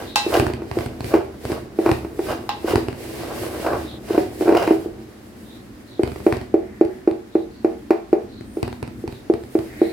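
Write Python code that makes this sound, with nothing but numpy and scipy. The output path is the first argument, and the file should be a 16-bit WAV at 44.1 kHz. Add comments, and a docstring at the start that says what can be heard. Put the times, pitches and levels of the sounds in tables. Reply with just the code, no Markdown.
"""A plastic spatula stirs crumbly roasted flour in a wide steel bowl, then chops lumps with even downward strokes.
Knocks ring modes of the bowl and the space around it; stick-slip drag is gritty impulses through short rings.
Sliding powder is swelling filtered hiss; falling clods are noise bursts with a low bounce; two handle clinks ring the rim.
A small kitchen answers with a diffuse noise tail, over a low rumble, a thin hiss and faint gliding bird calls outside."""
import sys
import numpy as np
from scipy import signal
from scipy.fft import rfft, irfft
from scipy.io import wavfile
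from scipy.ndimage import uniform_filter1d

SR = 44100
rng = np.random.default_rng(int(sys.argv[2]) if len(sys.argv) > 2 else 0)


def transcribe(signal):
    """Save signal, clipped to [-1, 1], as a 16-bit WAV file at the path in sys.argv[1]."""
    frames = np.atleast_2d(signal).T
    limited = np.clip(frames, -1, 1)
    pcm = np.round(limited * 32767).astype(np.int16)
    wavfile.write(sys.argv[1], SR, pcm)


N = 437472
TIME = np.arange(N) / SR
RING = np.arange(SR // 2) / SR  # half a second, the length of every ring and tail

# modes of the bowl and the space around it, before highpass and detuning:
# pitch_hz [Hz], level_db [relative dB], t60_s [s]
BODY_MODES = [(351.8, -0.5, 0.095), (234, -17.5, 0.17), (333.7, -7.5, 0.24), (372, -21.5, 0.57),
              (404.4, -10, 0.18), (429.8, -20, 0.3), (462.6, -23, 0.38), (584.5, -21.5, 0.11),
              (591.4, -27.5, 0.18), (668, -27.5, 0.3), (755.7, -23.5, 0.2), (771, -23.5, 0.12),
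              (830, -36, 0.39), (1049, -40.5, 0.25), (1140, -52, .22), (1510, -35, 0.096)]
# the whole bowl bouncing on its support, before highpass: pitch_hz [Hz], level_db [relative dB], t60_s [s]
BOUNCE_MODES = [(48, -26, .3), (74.1, -1, 0.63), (107.5, 15, 0.064), (127.7, 1, 0.45), (172, 0, .08),
                (244.6, 1.5, 0.36)]
# flour slides under the blade, or trickles while it hovers:
# start_s at full flow [s], held_s [s], level_db of the flow [relative dB]
FLOUR_SLIDES = [(0.0, 0.018, -40.5), (0.3, 0.097, -35.5), (0.76, 0.044, -39), (1.08, 0.027, -39),
                (1.46, 0.066, -42), (1.85, .06, -38), (2.25, 0.04, -37), (2.69, 0.087, -37.5),
                (3.04, .64, -39.5), (3.74, 0.094, -42.5), (4.12, 0.095, -38.5), (4.42, 0.029, -37),
                (4.6, 0.15, -42), (5.0, 1.0, -57.5), (6.02, 0.17, -49.5), (6.26, 0.079, -46),
                (8.58, 0.12, -54.5), (9.03, 0.66, -56), (9.6, .32, -51)]
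SLIDE_RISE_DB_S, SLIDE_FALL_DB_S = 157, 113


def amp(db):
    """Decibels to gain."""
    return 10 ** (np.asarray(db) / 20)


def unit(x):
    """Scale to rms 1."""
    return x / np.sqrt(np.mean(x ** 2))


def peak(x):
    """Scale to a peak of 1."""
    return x / np.abs(x).max()


def fade(t60):
    """Exponential decay over half a second, losing 60 dB in t60 seconds."""
    return np.exp(-np.log(1000) * RING / t60)


def colour(x, points):
    """Minimum-phase filter through (Hz, dB) points, so that no sound comes before its cause."""
    hz, db = np.transpose(points)
    size = 4096
    f = np.maximum(np.arange(size // 2 + 1) * SR / size, 1)
    log_gain = np.log(amp(np.interp(np.log(f), np.log(hz), db)))
    # folding the cepstrum onto positive time gives the minimum phase
    cepstrum = irfft(log_gain)
    cepstrum[1:size // 2] *= 2
    cepstrum[size // 2 + 1:] = 0
    response = irfft(np.exp(rfft(cepstrum)))
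    return signal.fftconvolve(x, response[None], axes=1)[:, :x.shape[1]]


def ports(size, likeness):
    """Two channels of noise, partly shared: likeness 0 is wide, 1 is mono."""
    c = np.clip(likeness, 0, 1)
    shared = np.sqrt(c) * rng.standard_normal(size)
    return shared + np.sqrt(1 - c) * rng.standard_normal((2, size))


def walk(rate):
    """Slow smooth random motion of rms 1, with about `rate` new values a second."""
    k = int(SR / rate)
    values = rng.standard_normal(N // k + 2)
    path = np.interp(np.arange(N) / k, np.arange(N // k + 2), values)
    return unit(uniform_filter1d(path, k))


def grains(rate, spread_db):
    """Random tiny impulses of unequal size, about `rate` a second, scaled to rms 1."""
    hits = rng.random(N) < rate / SR
    signs = rng.choice([-1, 1], N)
    sizes = amp(spread_db * np.clip(rng.standard_normal(N), -2, 2))
    return unit(hits * signs * sizes)


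def blows(times, db):
    """One impulse for each blow."""
    out = np.zeros(N)
    out[np.clip((times * SR).astype(int), 0, N - 1)] = amp(db)
    return out


def ring(force, response):
    """Drive a response with a force by convolution."""
    return signal.oaconvolve(np.atleast_2d(force), response, axes=1)[:, :N]


def modes(table, lag_s):
    """Sum of decaying sines; they reach the left channel lag_s later."""
    t = np.maximum(RING - np.array([[lag_s], [0]]), 0)
    return sum(amp(db) * fade(t60) * np.sin(2 * np.pi * hz * t) for hz, db, t60 in table)


def radiate(x, low_hz):
    """A highpass: little is sent out below low_hz."""
    return signal.sosfilt(signal.butter(3, low_hz, "high", fs=SR, output="sos"), x)


def press(x, contact_s):
    """A soft blade pushes for a while instead of striking at once, which rounds the attack."""
    t = RING[:SR // 200]
    push = t * np.exp(-t / contact_s)
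    return signal.fftconvolve(x, push[None] / push.sum(), axes=1)[:, :x.shape[1]]


def swells(table, rise_db_s, fall_db_s, late_s=0):
    """Gain of a row of movements: each swells, holds and dies away at a steady rate in dB."""
    power = 0
    for start_s, held_s, level_db in table:
        age = TIME - start_s - late_s
        rise_db = rise_db_s * np.maximum(-age, 0)
        fall_db = fall_db_s * np.maximum(age - held_s, 0)
        power = power + amp(level_db - rise_db - fall_db) ** 2
    return np.sqrt(power)


def knocks(shapes):
    """Each blow lands on a new spot and mixes the modes anew; thin flour lets overtones and upper ring through."""
    # blade meets the bowl: start_s [s], body_db of the body note [relative dB],
    # bright_db of the upper ring against the body note [relative dB]
    knock_hits = [(0.264, -11, -21), (0.372, -9, -19), (0.424, -12.5, -29), (0.499, -19.5, -10.5),
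                  (0.619, -19.5, -15), (0.77, -9, -31), (1.139, -4, -13), (1.151, -5, -21),
                  (1.499, -15.5, -22), (1.788, -6, -24), (1.861, -6.5, -11.5), (1.891, -9, -10),
                  (2.047, -20.5, -13), (2.191, -11, -18.5), (2.644, -12, -45), (2.735, -8.5, -31),
                  (2.779, -10.5, -40), (3.665, -17.5, -4), (3.731, -16.5, -8), (4.106, -9.5, -33),
                  (4.146, -10.5, -34), (4.178, -4.5, -17.5), (4.409, -10, -21), (4.422, -9.5, -21),
                  (4.456, -14, -22), (4.479, -6, -16), (4.491, -4.5, -17), (4.523, -5, -19.5),
                  (4.549, -6.5, -10.5), (4.675, -9.5, -8.5), (4.708, -2, -23), (4.859, -16, -40),
                  (5.994, -7, -30), (6.265, -1, -21), (6.541, -2.5, -28), (6.811, -0.5, -28),
                  (7.075, -2, -27), (7.353, -3.5, -27.5), (7.646, -3, -24.5), (7.906, -2, -16.5),
                  (8.129, -1.5, -24.5), (8.57, -14, -26), (9.039, -17.5, -40), (9.299, -2.5, -33.5),
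                  (9.552, -5, -27.5), (9.816, -1.5, -31)]
    # colour of the upper sheet ring: pitch_hz [Hz], level_db [relative dB]
    sheet_colour = [(400, -6.5), (900, 7.5), (1400, -2), (2000, -2), (2700, -12), (3300, -19.5),
                    (5000, -20.5), (8000, -28.5), (16000, -28)]
    # overtones: a base level [dB], rising with the blow's brightness and its force [dB per dB]
    overtone_db, overtone_share, overtone_force = 6, 0.34, 0.28

    is_low = np.array(BODY_MODES)[:, 0] < 520
    low_peak = np.abs(shapes[is_low].sum(0)).max()
    over_peak = np.abs(shapes[~is_low].sum(0)).max()
    spot_db = 2.0 * rng.standard_normal((len(knock_hits), len(BODY_MODES)))
    # the first mode, the floor of the bowl moving as a whole, answers alike everywhere
    spot_db[:, 0] = 0
    # shifting flour loads the steel differently each time and detunes it a little
    tunings = 1 + .016 * rng.standard_normal(len(knock_hits))
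    body = np.zeros((2, N + len(RING)))
    for (start_s, body_db, bright_db), spot, tuning in zip(knock_hits, spot_db, tunings):
        over_db = overtone_db + overtone_share * bright_db + overtone_force * body_db
        balance = np.where(is_low, amp(4.5) / low_peak, amp(over_db) / over_peak)
        gains = amp(body_db + spot) * balance
        mix = np.tensordot(gains, shapes, axes=1)
        start = int(start_s * SR)
        # reading the ring faster or slower shifts its pitch
        body[:, start:start + len(RING)] += [np.interp(RING * tuning, RING, port) for port in mix]

    start_s, body_db, bright_db = np.transpose(knock_hits)
    # dense upper ring: noise with a quick drop, a weak tail and a soft onset
    decay = fade(0.012) + amp(-19.5) * fade(0.2)
    sheet = ports(len(RING), likeness=0.96) * decay * (1 - np.exp(-RING / 0.00083))
    upper = ring(blows(start_s, body_db + bright_db + 8.5), peak(colour(sheet, sheet_colour)))
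    return press(body[:, :N], contact_s=0.00028) + upper


def grating(count=4):
    """Quick slips on several gritty spots of the steel, each with its own short noise ring."""
    # colour of the grating: pitch_hz [Hz], level_db [relative dB]
    scrape_colour = [(150, -22), (330, 3), (500, 4.5), (700, 7.5), (900, -1.5), (1100, 1), (1500, -2),
                     (1950, -16), (2800, -12), (3600, -27.5), (4800, -22.5), (6800, -33), (12000, -35)]
    spots = 0
    for _ in range(count):
        slips = grains(rate=170, spread_db=6.0)
        spots = spots + ring(slips, ports(len(RING), likeness=0.73) * fade(0.02))
    return unit(colour(spots, scrape_colour))


def scraping(body):
    """The blade sticks and slips: quick slips grate on the steel, slower ones shake the bowl's body."""
    # the edge drags on the steel: start_s at full pressure [s], held_s [s], level_db of the grating [relative dB],
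    # treble_db [relative dB], low where flour cushions the edge
    scrape_strokes = [(0.0, 0.003, -28, -2), (0.35, .014, -15, 1.5), (0.78, .05, -38, 1),
                      (1.141, 0.0071, -20.5, -3), (1.522, 0.022, -27.5, -3), (1.858, .02, -27.5, -6),
                      (2.299, 0.021, -24, 0.5), (2.704, 0.0052, -17, 3), (3.18, .42, -35, 0),
                      (3.664, 0.099, -20.5, -13.5), (4.111, 0.043, -29, 2), (4.49, 0.0074, -23, -20),
                      (4.568, .055, -20, 2.5), (4.66, 0.025, -31, 4)]
    rise_db_s, fall_db_s = 380, 304
    # judder against the grating and the sliding flour; the bowl goes on shaking after a slide
    judder_scrape_db, judder_slide_db, judder_fall_db_s = -9.5, 6, 42
    lag_s = 0.017  # the blade must bend before it starts to judder

    start_s, held_s, level_db, treble_db = np.transpose(scrape_strokes)
    pressure = swells(zip(start_s, held_s, level_db), rise_db_s, fall_db_s)
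    bite = swells(zip(start_s, held_s, level_db + treble_db), rise_db_s, fall_db_s)
    bend = swells(zip(start_s, held_s, level_db), rise_db_s, fall_db_s, lag_s)
    drag = swells(FLOUR_SLIDES, SLIDE_RISE_DB_S, judder_fall_db_s, lag_s)
    # grit grates faintly whenever flour slides
    grit = amp(-4.5) * drag
    dull = colour(grating(), [(1650, -1), (2300, -24.5)]) * np.hypot(pressure, grit)
    sharp = colour(grating(), [(1400, -21), (2000, 0.5)]) * np.hypot(bite, grit)
    grate = (dull + sharp) * amp(1.95 * walk(70))
    judder_gain = np.hypot(amp(judder_scrape_db) * bend, amp(judder_slide_db) * drag)
    judder = grains(rate=150, spread_db=1.0) * judder_gain
    # the blade resting on the steel damps the body and rocks the bowl on its support
    rocking = radiate(modes(BOUNCE_MODES, lag_s=.00003), low_hz=55)
    held = body * fade(0.36) + amp(-20.5) * rocking
    return grate + ring(judder, held / np.sqrt(np.sum(held ** 2) / 2))


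def powder():
    """Sliding flour: a fine hiss of countless grains, its fine and coarse parts swelling separately."""
    # colour of the hiss: pitch_hz [Hz], level_db [relative dB]
    powder_colour = [(180, -38), (300, -2), (405, -8), (486, -6.5), (584, -9), (656, -18.5), (814, -23),
                     (1150, -33), (1580, -22), (1810, -18), (3350, -25.5), (4910, -24.5), (6850, -26.5),
                     (11900, -26.5), (16000, -31.5)]
    settling_db = -58.5  # loose flour keeps settling throughout; same relative scale as the slides
    slide = swells(FLOUR_SLIDES, SLIDE_RISE_DB_S, SLIDE_FALL_DB_S)
    flow = np.hypot(slide, amp(settling_db)) * amp(1.4 * walk(32))
    fine = colour(ports(N, likeness=0.051), [(4000, -18.5), (8000, 0.5)]) * amp(1.4 * walk(9.9))
    coarse = colour(ports(N, likeness=0.096), [(5000, 0.5), (9000, -11)]) * amp(0.85 * walk(18))
    return amp(4.0) * flow * unit(colour(fine + coarse, powder_colour))


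def clods():
    """Each clod bursts with a dry crunch, sheds crumbs and bounces the bowl, more softly on every hop."""
    # clods land on the heap and tumble on in even hops: start_s [s], crunch_db [relative dB],
    # landings [count], gap_s between landings [s]
    clod_falls = [(0.398, -14.5, 3, .069), (0.714, -26.5, 1, 0), (0.7879, -24.5, 2, .02),
                  (0.861, -25.5, 1, 0), (1.0066, -27, 1, 0), (1.0439, -25.5, 1, 0), (1.4524, -26.5, 1, 0),
                  (1.5183, -25.5, 1, 0), (1.9148, -15.5, 1, 0), (2.7572, -15, 1, 0), (2.8845, -26, 2, .044),
                  (6.0339, -21.5, 5, .0422), (6.325, -21, 3, .044), (6.8502, -33, 1, 0),
                  (7.1123, -36.5, 1, 0), (8.4093, -38.5, 1, 0), (8.6292, -20.5, 3, .0493),
                  (8.8278, -25.5, 2, .049), (9.0774, -29, 2, .0474), (9.3382, -29.5, 2, .0985),
                  (9.5893, -29.5, 1, 0)]
    # colour of the crunch: pitch_hz [Hz], level_db [relative dB]
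    crunch_colour = [(110, -2.5), (380, 18.5), (520, 3), (700, 8), (1200, -2), (2600, -6), (3400, -15.5),
                     (4700, -11.5), (6500, -26), (8500, -17), (16000, -39)]
    hop_loss_db = 8  # lost on the first hop; later hops lose less
    thud_db, thud_slope = -0.5, 0.85  # the bounce grows with the crunch [dB, dB per dB]

    landings = []
    for start_s, level_db, count, gap_s in clod_falls:
        for hop in range(round(count)):
            landings.append((start_s + hop * gap_s, level_db - hop_loss_db * np.sqrt(hop)))
    land_s, crunch_db = np.transpose(landings)
    # the crunch itself, then the weaker shed of crumbs
    burst = fade(.007) + amp(-17) * fade(.09)
    envelope = ring(blows(land_s, crunch_db + 16.0), burst[None])
    crunch = colour(envelope * ports(N, likeness=0.38), crunch_colour)
    thud = radiate(modes(BOUNCE_MODES, lag_s=.00003), low_hz=60.6)
    return crunch + ring(blows(land_s, thud_db + thud_slope * crunch_db), peak(thud))


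def clinks():
    """The bare rim clanks and rings; a handle that stays on it damps it, a softer touch leaves the low modes."""
    # modes of the bare rim, before filter and damping: pitch_hz [Hz], level_db [relative dB], t60_s [s]
    rim_modes = [(565, -22, .25), (829, 2, .45), (846, -2, .2), (964, -14, .3), (1058, -6, .4),
                 (1590, -8, .16), (1940, -16, .4), (2062, -14, .3), (2662, 0, .27), (3000, -14, .25),
                 (3402, -16, .3), (3820, -5, .28), (4111, -6, .26), (5028, -7, .19), (5399, -14, .25),
                 (7714, -18, .2)]
    # handle hits the rim: start_s [s], level_db [relative dB], ring_hz cut-off [Hz], clank_hz cut-off [Hz],
    # damping_s, t60 of the handle's added damping [s]
    clink_hits = [(0.158, -17.5, 5000, 9200, 0.93), (2.492, -23, 970, 3960, 0.48)]
    out = 0
    for start_s, level_db, ring_hz, clank_hz, damping_s in clink_hits:
        # the high modes of the rim lie too close to be heard one by one, so they are noise
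        clank = ports(len(RING), likeness=0.16) * (amp(9.5) * fade(0.013) + amp(-1.5) * fade(0.32))
        clank = colour(clank, [(300, -8), (900, 10.5), (1700, -2), (2600, 2), (5500, 3), (9000, -4.5)])
        clank = colour(clank, [(clank_hz, 0), (clank_hz * 2, -16)])
        tones = modes(rim_modes, lag_s=.0001)
        tones = colour(tones, [(200, -20), (700, -4), (ring_hz, 2), (ring_hz * 4, -18)])
        out = out + ring(blows(np.array([start_s]), level_db), (tones + clank) * fade(damping_s))
    return out


def kitchen(dry):
    """Nearby walls return a short diffuse tail, different in each channel."""
    room_t60_s = 0.38
    onset = np.clip((RING - .004) / 0.0084, 0, 1)  # silent for 4 ms, then swells
    tail = ports(len(RING), likeness=0.099) * fade(room_t60_s) * onset
    tail /= np.sqrt(np.sum(tail ** 2) / 2)
    return ring(dry, colour(tail, [(80, -23.5), (330, -12.5), (600, -7), (1500, -5.5), (4000, -3.5), (12000, -16)]))


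def birds():
    """Thin, distant calls: gliding sines blurred by the walls outside, as low noise multiplying each tone."""
    # bird calls: start_s [s], length_s [s], start_hz [Hz], end_hz [Hz], level_db [relative dB]
    bird_calls = [(0.048, 0.12, 3800, 3850, -45), (3.846, 0.15, 3830, 3600, -46),
                  (5.436, 0.2, 3650, 3870, -55), (5.856, 0.17, 4160, 3640, -54),
                  (6.444, 0.74, 1980, 1763, -55.5), (7.296, 0.18, 3750, 3890, -57.5),
                  (7.487, 0.16, 4280, 4370, -61), (8.268, 0.21, 4040, 4130, -55.5),
                  (8.425, 0.26, 8460, 9800, -60), (9.067, 0.19, 3900, 3770, -58),
                  (9.649, 0.36, 1914, 2090, -46), (9.777, 0.19, 3890, 4200, -49.5)]
    out = np.zeros((2, N))
    for start_s, length_s, start_hz, end_hz, level_db in bird_calls:
        i = np.arange(int(start_s * SR), min(int((start_s + length_s) * SR), N))
        u = (i / SR - start_s) / length_s  # 0 to 1 through the call
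        blur = colour(ports(len(i), likeness=0.1), [(130, -7), (450, -14), (1200, -29), (3000, -80)])
        pitch_hz = start_hz + u * (end_hz - start_hz)
        tone = np.sin(2 * np.pi * np.cumsum(pitch_hz) / SR)
        out[:, i] += 2 * amp(level_db) * np.sin(np.pi * u) * unit(blur) * tone
    return out


def background():
    """A wavering low rumble, alike in both channels, under a thin even hiss: two filtered noises."""
    # colour of the background: pitch_hz [Hz], level_db [relative dB]
    air_colour = [(24, -55), (40, -5), (75, -6.5), (124, -5.5), (163, -17.5), (209, 0.5), (269, -4.5),
                  (305, -3.5), (751, -30.5), (1900, -25), (2320, -27.5), (3830, -28.5), (16000, -44)]
    rumble = colour(ports(N, likeness=.9), [(330, 0), (900, -14), (3000, -35)]) * amp(1.6 * walk(6))
    hiss = colour(ports(N, likeness=0.045), [(150, -43.5), (700, 9.0), (3000, -6.5), (7000, -5.5), (16000, -13)])
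    return amp(-40) * unit(radiate(colour(rumble + hiss, air_colour), low_hz=42))


def scene():
    """Everything at the bowl, the kitchen's answer and the world outside."""
    # the floor mode reaches both channels almost together; each other mode has its own delay on the left
    lags_s = np.r_[.00006, .0004 * rng.random(len(BODY_MODES) - 1)]
    shapes = np.array([radiate(modes([mode], lag_s), low_hz=333) for mode, lag_s in zip(BODY_MODES, lags_s)])
    near = knocks(shapes) + scraping(shapes.sum(0)) + powder() + clods() + clinks()
    balance_db = -0.9  # left against right
    sides = amp(np.array([[balance_db], [-balance_db]]) / 2)
    return (near + kitchen(near)) * sides + birds() + background()


def record(dry):
    """Clip the very highest peaks at full scale, then cut the top with a steep lowpass."""
    lowpass = signal.ellip(8, .2, 70, 16200, fs=SR, output="sos")  # ripple dB, stopband dB, edge Hz
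    return signal.sosfilt(lowpass, np.clip(dry, -1, 1))


dry = scene()
out = record(dry)
transcribe(out)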